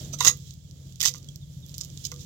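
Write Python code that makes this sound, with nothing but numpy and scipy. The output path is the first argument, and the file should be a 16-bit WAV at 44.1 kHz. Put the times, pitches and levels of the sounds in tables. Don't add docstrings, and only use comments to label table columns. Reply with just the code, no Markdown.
import sys
import numpy as np
from scipy import signal
from scipy.fft import rfft, irfft
from scipy.io import wavfile
from scipy.ndimage import uniform_filter1d

SR = 44100
rng = np.random.default_rng(int(sys.argv[2]) if len(sys.argv) > 2 else 0)


def linear_from_db(decibels):
    return 10 ** (np.asarray(decibels, float) / 20)


def bounce(signal):
    frames = np.transpose(np.atleast_2d(signal))
    limited = np.clip(frames, -1, 1)
    pcm = np.round(limited * 32767).astype(np.int16)
    wavfile.write(sys.argv[1], SR, pcm)


N = 99225
T = np.arange(N) / SR

# pitch_hz, level_db, t60_s
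FOOT_MODES = [(1098, -3.5, 0.053), (1203, 0, 0.17), (1410, 3.5, 0.014), (2050, 3, 0.015)]


def unit(x):
    return x / np.sqrt(np.mean(x ** 2))


def curve(rows, outside=None):
    r = np.array(rows, float)
    return np.interp(T, r[:, 0], r[:, 1], left=outside, right=outside)


def response(points):
    p, size = np.array(points, float), 4096
    log_hz = np.log(np.maximum(np.arange(size // 2 + 1), .5) * SR / size)
    low, high = np.log(p[0, 0]), np.log(p[-1, 0])
    beyond = np.maximum(low - log_hz, 0) + np.maximum(log_hz - high, 0)
    db = np.interp(log_hz, np.log(p[:, 0]), p[:, 1]) - 20 * beyond
    cepstrum = irfft(db * np.log(10) / 20)
    cepstrum[1:size // 2] *= 2
    cepstrum[size // 2 + 1:] = 0
    return irfft(np.exp(rfft(cepstrum)))[:size // 2]


def through(x, h):
    return signal.fftconvolve(np.atleast_2d(x), h[None], axes=1)[:, :N]


def filtered(x, order, hz, kind):
    return signal.sosfilt(signal.butter(order, hz, kind, fs=SR, output="sos"), x)


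def decay(t, t60_s):
    return np.exp(-np.log(1000) * t / t60_s)


def ring(modes):
    t = T[:SR // 2]
    h = sum(linear_from_db(db) / np.sqrt(t60) * np.sin(2 * np.pi * hz * t) * decay(t, t60) for hz, db, t60 in modes)
    return h / np.sqrt(np.sum(h ** 2))


def walk(rate_hz):
    k = int(SR / rate_hz)
    steps = np.repeat(rng.standard_normal(N // k + 1), k)
    return unit(uniform_filter1d(uniform_filter1d(steps, k), k)[:N])


def pair(count):
    own, shared = rng.standard_normal((2, count))
    share = 0.99
    return np.array([share * own + np.sqrt(1 - share ** 2) * shared, shared])


def grains(per_s, spread_db, tail_s):
    strength = linear_from_db(spread_db * np.minimum(rng.exponential(size=N), 3))
    hits = (rng.random(N) < per_s / SR) * strength
    return unit(through(hits, np.exp(-T[:SR // 20] / tail_s)) * pair(N))


def bursts(rows):
    rise_ms, click_share = 0.11, 1.2
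    out, ms_t = np.zeros((2, N + SR)), T[:SR // 20] * 1000
    for s, db, decay_ms in rows:
        i = int(s * SR)
        shape = np.minimum(ms_t / rise_ms, 1) * np.exp(-ms_t / max(decay_ms, .2))
        energy = np.sum(shape ** 2)
        spray = pair(len(ms_t)) * shape
        spray[:, np.argmax(shape)] = click_share * np.sqrt(energy)
        level = np.sqrt(energy / np.sum(spray ** 2, axis=1))[:, None] / 2
        out[:, i:i + len(ms_t)] += linear_from_db(db) * spray * level
    return out[:, :N]


def scraping():
    # start_s, pressure_db
    strokes = [
        [(.12, -52.5), (.138, -38), (.152, -47), (.165, -74)],
        [(.186, -42), (.204, -41.5), (.208, -28.5), (.222, -32.5), (.241, -32.5), (.256, -26), (.28, -20),
         (.305, -33.5), (.335, -66.5)],
        [(.998, -43), (1.03, -31.5), (1.04, -26.5), (1.06, -23.5), (1.088, -27), (1.1, -40), (1.125, -68),
         (1.155, -43.5), (1.195, -68)],
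        [(1.735, -69.5), (1.748, -44.5), (1.77, -78), (1.8, -53.5), (1.82, -54), (1.86, -54)],
        [(2.035, -51), (2.053, -36), (2.068, -36.5), (2.078, -57)],
        [(2.17, -62.5), (2.21, -50), (2.25, -54.5)],
    ]
    stroke_ring_db = [-23, -5.5, -15, -19, -27, -21]
    # start_s, peak_db, decay_ms
    snaps = [(.2068, -13, 2), (.2482, -4.5, 1.4), (.2515, -5.5, 0.45), (.2708, 5, 0.35), (1.005, -4, 0.29),
             (1.0122, -2.5, 0.34), (1.0165, 3, 0.3), (1.0295, 2, 0.37), (1.037, -3.5, 0.33),
             (1.0448, -12.5, 0.59), (1.0475, -14, 0.64), (1.069, -9.5, .4), (1.074, -6.5, .4),
             (1.0838, -4.5, 0.32), (.217, -14, 0.41), (.2216, -15.5, 0.41), (.226, -13, .6),
             (.239, -22, 0.5), (.255, -6.5, 0.73), (.306, -23, 0.45), (.3117, -15, .6), (1.0535, -1, .4),
             (1.0585, 7, 0.43), (1.0648, -6, 0.32), (1.0768, -13.5, 0.59), (1.0815, -5, 0.31),
             (1.0905, -13, 0.38), (2.117, -27.5, 4.4)]
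    # pitch_hz, level_db
    crackle_colour = [(600, -27), (2000, -18), (2500, -7.5), (3000, -4), (6000, 4.5), (7200, 3),
                      (8500, -13.5), (11000, -31)]
    # pitch_hz, level_db
    treble_colour = [(9000, -43), (11500, -20.5), (13500, -7), (15500, -15)]
    # pitch_hz, level_db, t60_s
    blade_modes = [(2022, -14, 0.037), (2764, -9.5, 0.037), (3986, -6.5, 0.021), (5130, -44, 0.06),
                   (6440, -24, .04), (6490, -12.5, 0.017), (9300, -23.5, 0.056), (12600, -26, 0.067)]
    # pitch_hz, level_db, t60_s
    held_bend = [(482, 1, .13)]
    body, top = response(crackle_colour), response(treble_colour)
    norm = np.sqrt(np.sum(body ** 2))
    body, top = body / norm, top / norm

    crackle = grains(per_s=2800, spread_db=4.5, tail_s=.0006)
    pressure = [uniform_filter1d(linear_from_db(curve(s, -200)), size=200) for s in strokes]
    hard = crackle * sum(pressure[:3]) + bursts(snaps)
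    light = crackle * sum(pressure[3:])
    free = sum(linear_from_db(db) * (p > 1e-6) for p, db in zip(pressure, stroke_ring_db))

    tick, tick_top = ticks()
    thin = filtered(light + tick, 4, 2800, "high")
    foot_rub = linear_from_db(-16.5) * through(free * hard, ring(FOOT_MODES + held_bend))
    foot = filtered(foot_rub + knocks(), 2, 350, "high")
    direct = through(hard + thin, body) + through(hard + light + tick_top, top)
    blade = through(free * (hard + thin), ring(blade_modes))
    return direct + blade + foot + squeal() + pings()


def ticks():
    # start_s, peak_db, treble_db (over the peak)
    tick_rows = [(.1892, -29.5, -5.5), (0.372, -34, 15.5), (.508, -28, 2), (0.539, -35.5, 12),
                 (.711, -35.5, 7), (.924, -33.5, 5), (0.9581, -30, 2), (1.139, -22.5, 1.5), (1.18, -37, 18),
                 (1.229, -37, -8.5), (1.2446, -34, 5), (1.288, -27.5, -2), (1.359, -26, 7),
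                 (1.6638, -34.5, 15), (1.6864, -36, 12), (1.694, -31, 5), (1.717, -36.5, 7),
                 (1.7425, -25.5, -4), (1.762, -36, 9.5), (1.7814, -17, 11.5), (1.7884, -25.5, 0),
                 (1.8112, -12.5, -11.5), (1.8152, -21, 4), (1.8352, -26, 7), (1.8481, -25.5, 12.5),
                 (1.9014, -32, -6.5), (1.9745, -19.5, -10), (2.0517, -14, 8), (2.1412, -31, 10),
                 (2.1619, -29, 1.5), (.9987, -35, -2), (1.1008, -31, 0.5), (1.1118, -26.5, 0.5),
                 (1.1162, -28, 1), (1.1533, -31, 0.5), (1.1577, -32, 2), (1.1676, -36, 0), (1.1835, -33, 0),
                 (1.7474, -30, -4), (1.7648, -40, -2), (1.7948, -33, 0), (1.8074, -25.5, 0),
                 (1.8182, -22, 3), (1.8406, -28, 0), (2.0634, -30, 0)]
    tick_ms = 0.8
    tick = bursts([(s, db, tick_ms) for s, db, _ in tick_rows])
    tick_top = bursts([(s, db + top_db, tick_ms / 2) for s, db, top_db in tick_rows])
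    return tick, tick_top


def squeal():
    # start_s, length_s, level_db
    slips = [
        (0.2033, 0.007, -27.5),
        (.248, 0.0032, -11),
        (0.264, 0.0045, -12.5),
        (0.2756, 0.00932, -6.5),
        (0.2868, 0.0048, -13),
        (0.29, 0.011, -21),
        (0.308, 0.0089, -27),
        (0.316, 0.0039, -43),
    ]
    # pitch_hz, level_db
    partials = [(6610, -1.5), (9180, -37.5), (14100, -29)]
    edge_s = .001
    gate = sum(linear_from_db(db) * np.clip(np.minimum(T - s, s + length - T) / edge_s, 0, 1)
               for s, length, db in slips)
    tone = 0
    for hz, db in partials:
        wavering_hz = hz * (1 + 0.0044 * walk(300))
        tone = tone + linear_from_db(db) * np.sin(2 * np.pi * np.cumsum(wavering_hz) / SR)
    return gate * tone * linear_from_db(2 * walk(500))


def pings():
    # start_s, pitch_hz, level_db, t60_s
    catches = [(.001, 5300, -32, 0.014), (.012, 624, -47.5, .08), (.045, 6200, -36.5, .04),
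               (.134, 6075, -27, 0.056), (0.135, 700, -34.5, .03), (0.138, 1307, -40.5, 0.031),
               (.207, 3770, -19.5, 0.036), (.2075, 1086, -21.5, 0.042), (.213, 1916, -35.5, 0.056),
               (.248, 3920, -22, 0.041), (.248, 484, -35.5, .2), (.249, 1185, -33, .03),
               (0.253, 1175, -29.5, 0.045), (0.269, 3957, -24, 0.11), (.272, 5196, -20, 0.058),
               (.284, 1990, -30.5, 0.066), (.296, 1120, -35, 0.046), (1.018, 1962, -35.5, .04),
               (1.038, 2020, -29, .05), (1.054, 7060, -20.5, 0.059), (1.076, 6050, -12.5, 0.017),
               (1.08, 7080, -13.5, 0.024), (1.085, 494, -53.5, 0.27), (1.286, 3330, -37, 0.029),
               (2.037, 6600, -40, .04), (2.042, 5200, -33, 0.026), (2.05, 6700, -27.5, 0.024),
               (2.052, 5120, -26.5, .025), (2.061, 6730, -29, 0.023), (2.066, 5180, -36, .02),
               (2.069, 6800, -36, 0.013)]
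    rise_s = .001
    out, t = np.zeros(N + SR), T[:SR // 4]
    waver = np.r_[walk(250), np.zeros(SR)]
    for s, hz, db, t60 in catches:
        i = int(s * SR)
        turns = hz * t + 3 / t60 * np.cumsum(waver[i:i + len(t)]) / SR
        shape = (1 - np.exp(-t / rise_s)) * decay(t, t60)
        out[i:i + len(t)] += linear_from_db(db) * shape * np.sin(2 * np.pi * turns)
    return out[:N] * linear_from_db(2.5 * walk(400))


def knocks():
    # start_s, level_db, long_ring_db
    knock_rows = [
        (0.139, -45, 2),
        (0.2088, -20, -6.5),
        (0.249, -21.5, -1.5),
        (1.014, -41, -33),
        (1.145, -37.5, -5),
        (1.809, -45.5, -15),
        (2.12, -33.5, 4),
    ]
    # pitch_hz, level_db, t60_s
    bend_modes = [(487.5, 30.5, 0.39), (450, -3.5, 0.356)]
    push, bend = np.zeros(N), np.zeros(N)
    for s, db, ring_db in knock_rows:
        for late_s, push_db in ((0, -9.5), (.001, 0.5), (.0029, -11.5)):
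            push[int((s + late_s) * SR)] += linear_from_db(db + push_db)
        bend[int(s * SR)] += linear_from_db(db + ring_db)
    return linear_from_db(9) * (through(push, ring(FOOT_MODES)) + through(bend, ring(bend_modes)))


def rustle():
    # start_s, level_db
    rustle_level = [(0, -46), (.1, -54), (.36, -54.5), (.45, -52.5), (.62, -61.5), (.88, -57.5),
                    (1.22, -59.5), (1.5, -59.5), (1.9, -55.5), (2.25, -54)]
    # pitch_hz, level_db
    rustle_colour = [(1500, -23), (2600, -14.5), (3300, 0.2), (4200, -4), (7300, 0.5), (9000, -22),
                     (10600, -16), (16000, -11)]
    hiss = pair(N) * linear_from_db(1.5 * walk(25) + 1.2 * walk(6))
    hiss = hiss + .4 * grains(per_s=500, spread_db=4, tail_s=.001)
    hiss = unit(through(hiss, response(rustle_colour))) * linear_from_db(curve(rustle_level))
    top = filtered(hiss, 4, 11500, "high")
    return hiss + top * (linear_from_db(2 * walk(5)) - 1)


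def engine():
    cylinder_db = [0, -12, -5]
    # cycle_number, start_s of its strong firing
    cycle_times = [(-1, -.035), (3, .219), (5, .346), (7, .493), (9, .646), (13, .936), (22, 1.562),
                   (27, 1.922), (32, 2.263)]
    # pitch_hz, width_hz, level_db
    exhaust = [(65.6, 25, -10.5), (82.2, 11, -11), (101.4, 20, -2.5), (141.5, 20, 5), (165, 9.8, -11)]
    # start_s, level_db
    engine_level = [(0, -38.5), (.25, -40.5), (.6, -44), (1.3, -43.5), (1.6, -42.5), (2.25, -42)]
    jitter_s, scatter_db = 0.0013, 1
    firing = np.arange(-3, 96)
    chance = rng.standard_normal((len(firing), 2))
    fire_s = np.interp(firing / 3, *np.array(cycle_times).T) + jitter_s * chance[:, 0]
    at = (fire_s * SR).astype(int)
    size = linear_from_db(np.array(cylinder_db)[firing % 3] + scatter_db * chance[:, 1])
    heard = (at >= 0) & (at < N)
    pulses = np.zeros(N)
    pulses[at[heard]] = size[heard]
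    pipe = ring([(hz, db, 2.55 / width) for hz, width, db in exhaust])

    def tone(x):
        return unit(filtered(through(x, pipe)[0], 4, [50, 170], "band"))

    rumble = tone(rng.standard_normal(N))
    mid = unit(tone(pulses) + linear_from_db(-9) * rumble)
    side = linear_from_db(-15.5) * unit(filtered(rng.standard_normal(N), 4, [50, 170], "band"))
    return np.array([mid + side, mid - side]) * linear_from_db(curve(engine_level))


def bird():
    # start_s, level_db
    chirps = [
        (1.405, -57),
        (1.618, -52),
        (2.185, -57),
    ]
    from_hz, to_hz, length_s = 3850, 3150, .045
    out = np.zeros(N)
    for s, db in chirps:
        u = np.clip((T - s) / length_s, 0, 1)
        hz = from_hz + (to_hz - from_hz) * u ** 1.48
        out += linear_from_db(db) * np.sin(np.pi * u) * np.sin(2 * np.pi * np.cumsum(hz) / SR)
    return out


def air():
    # pitch_hz, level_db
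    air_colour = [(170, -9), (190, -6.5), (282, -10.5), (552, -24.5), (800, -34), (3000, -38.5)]
    # start_s, level_db
    air_swell = [(0, -52), (.3, -57.5), (.6, -64), (.85, -62), (1.4, -64.5), (2.25, -59)]

    def wash():
        return unit(through(rng.standard_normal(N), response(air_colour)))[0] * linear_from_db(2 * walk(7.73))

    mid, side = wash(), wash()
    band = filtered(mid, 2, [450, 800], "band")
    mid = mid + (linear_from_db(1.5 * walk(5) + 2) - 1) * band
    return linear_from_db(curve(air_swell) + 3) * (mid + .45 * side * np.array([[1], [-1]]))


def ports(x):
    # pitch_hz, level_db
    left_port = [(300, -13.5), (1000, -2.5), (2500, -8.5), (4000, -13), (6500, -24), (8500, 1), (11000, 4),
                 (14000, -12.5)]
    right_lag_s = .00017
    shade = response([(14, -1)] + left_port + [(21000, 0.9)])
    left = through(x[0], shade)[0]
    right = np.r_[np.zeros(int(right_lag_s * SR)), x[1]][:N]
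    return linear_from_db(5) * np.array([left, right])


def scene():
    near = scraping()
    t = T[:SR // 4]
    echo = rng.standard_normal(len(t)) * decay(t, 0.13)
    near = near + linear_from_db(-11) * through(near, echo / np.sqrt(np.sum(echo ** 2)))
    return ports(near + rustle() + bird()) + engine() + air()


def top_cut(x):
    return signal.sosfilt(signal.butter(12, 16370, fs=SR, output="sos"), x)


def record(dry):
    soft = dry / (1 + np.abs(dry / 1.05) ** 4) ** .25
    cut = signal.sosfilt(signal.ellip(8, .2, 60, 16300, fs=SR, output="sos"), soft)
    return top_cut(cut)


dry = scene()
out = record(dry)
bounce(out)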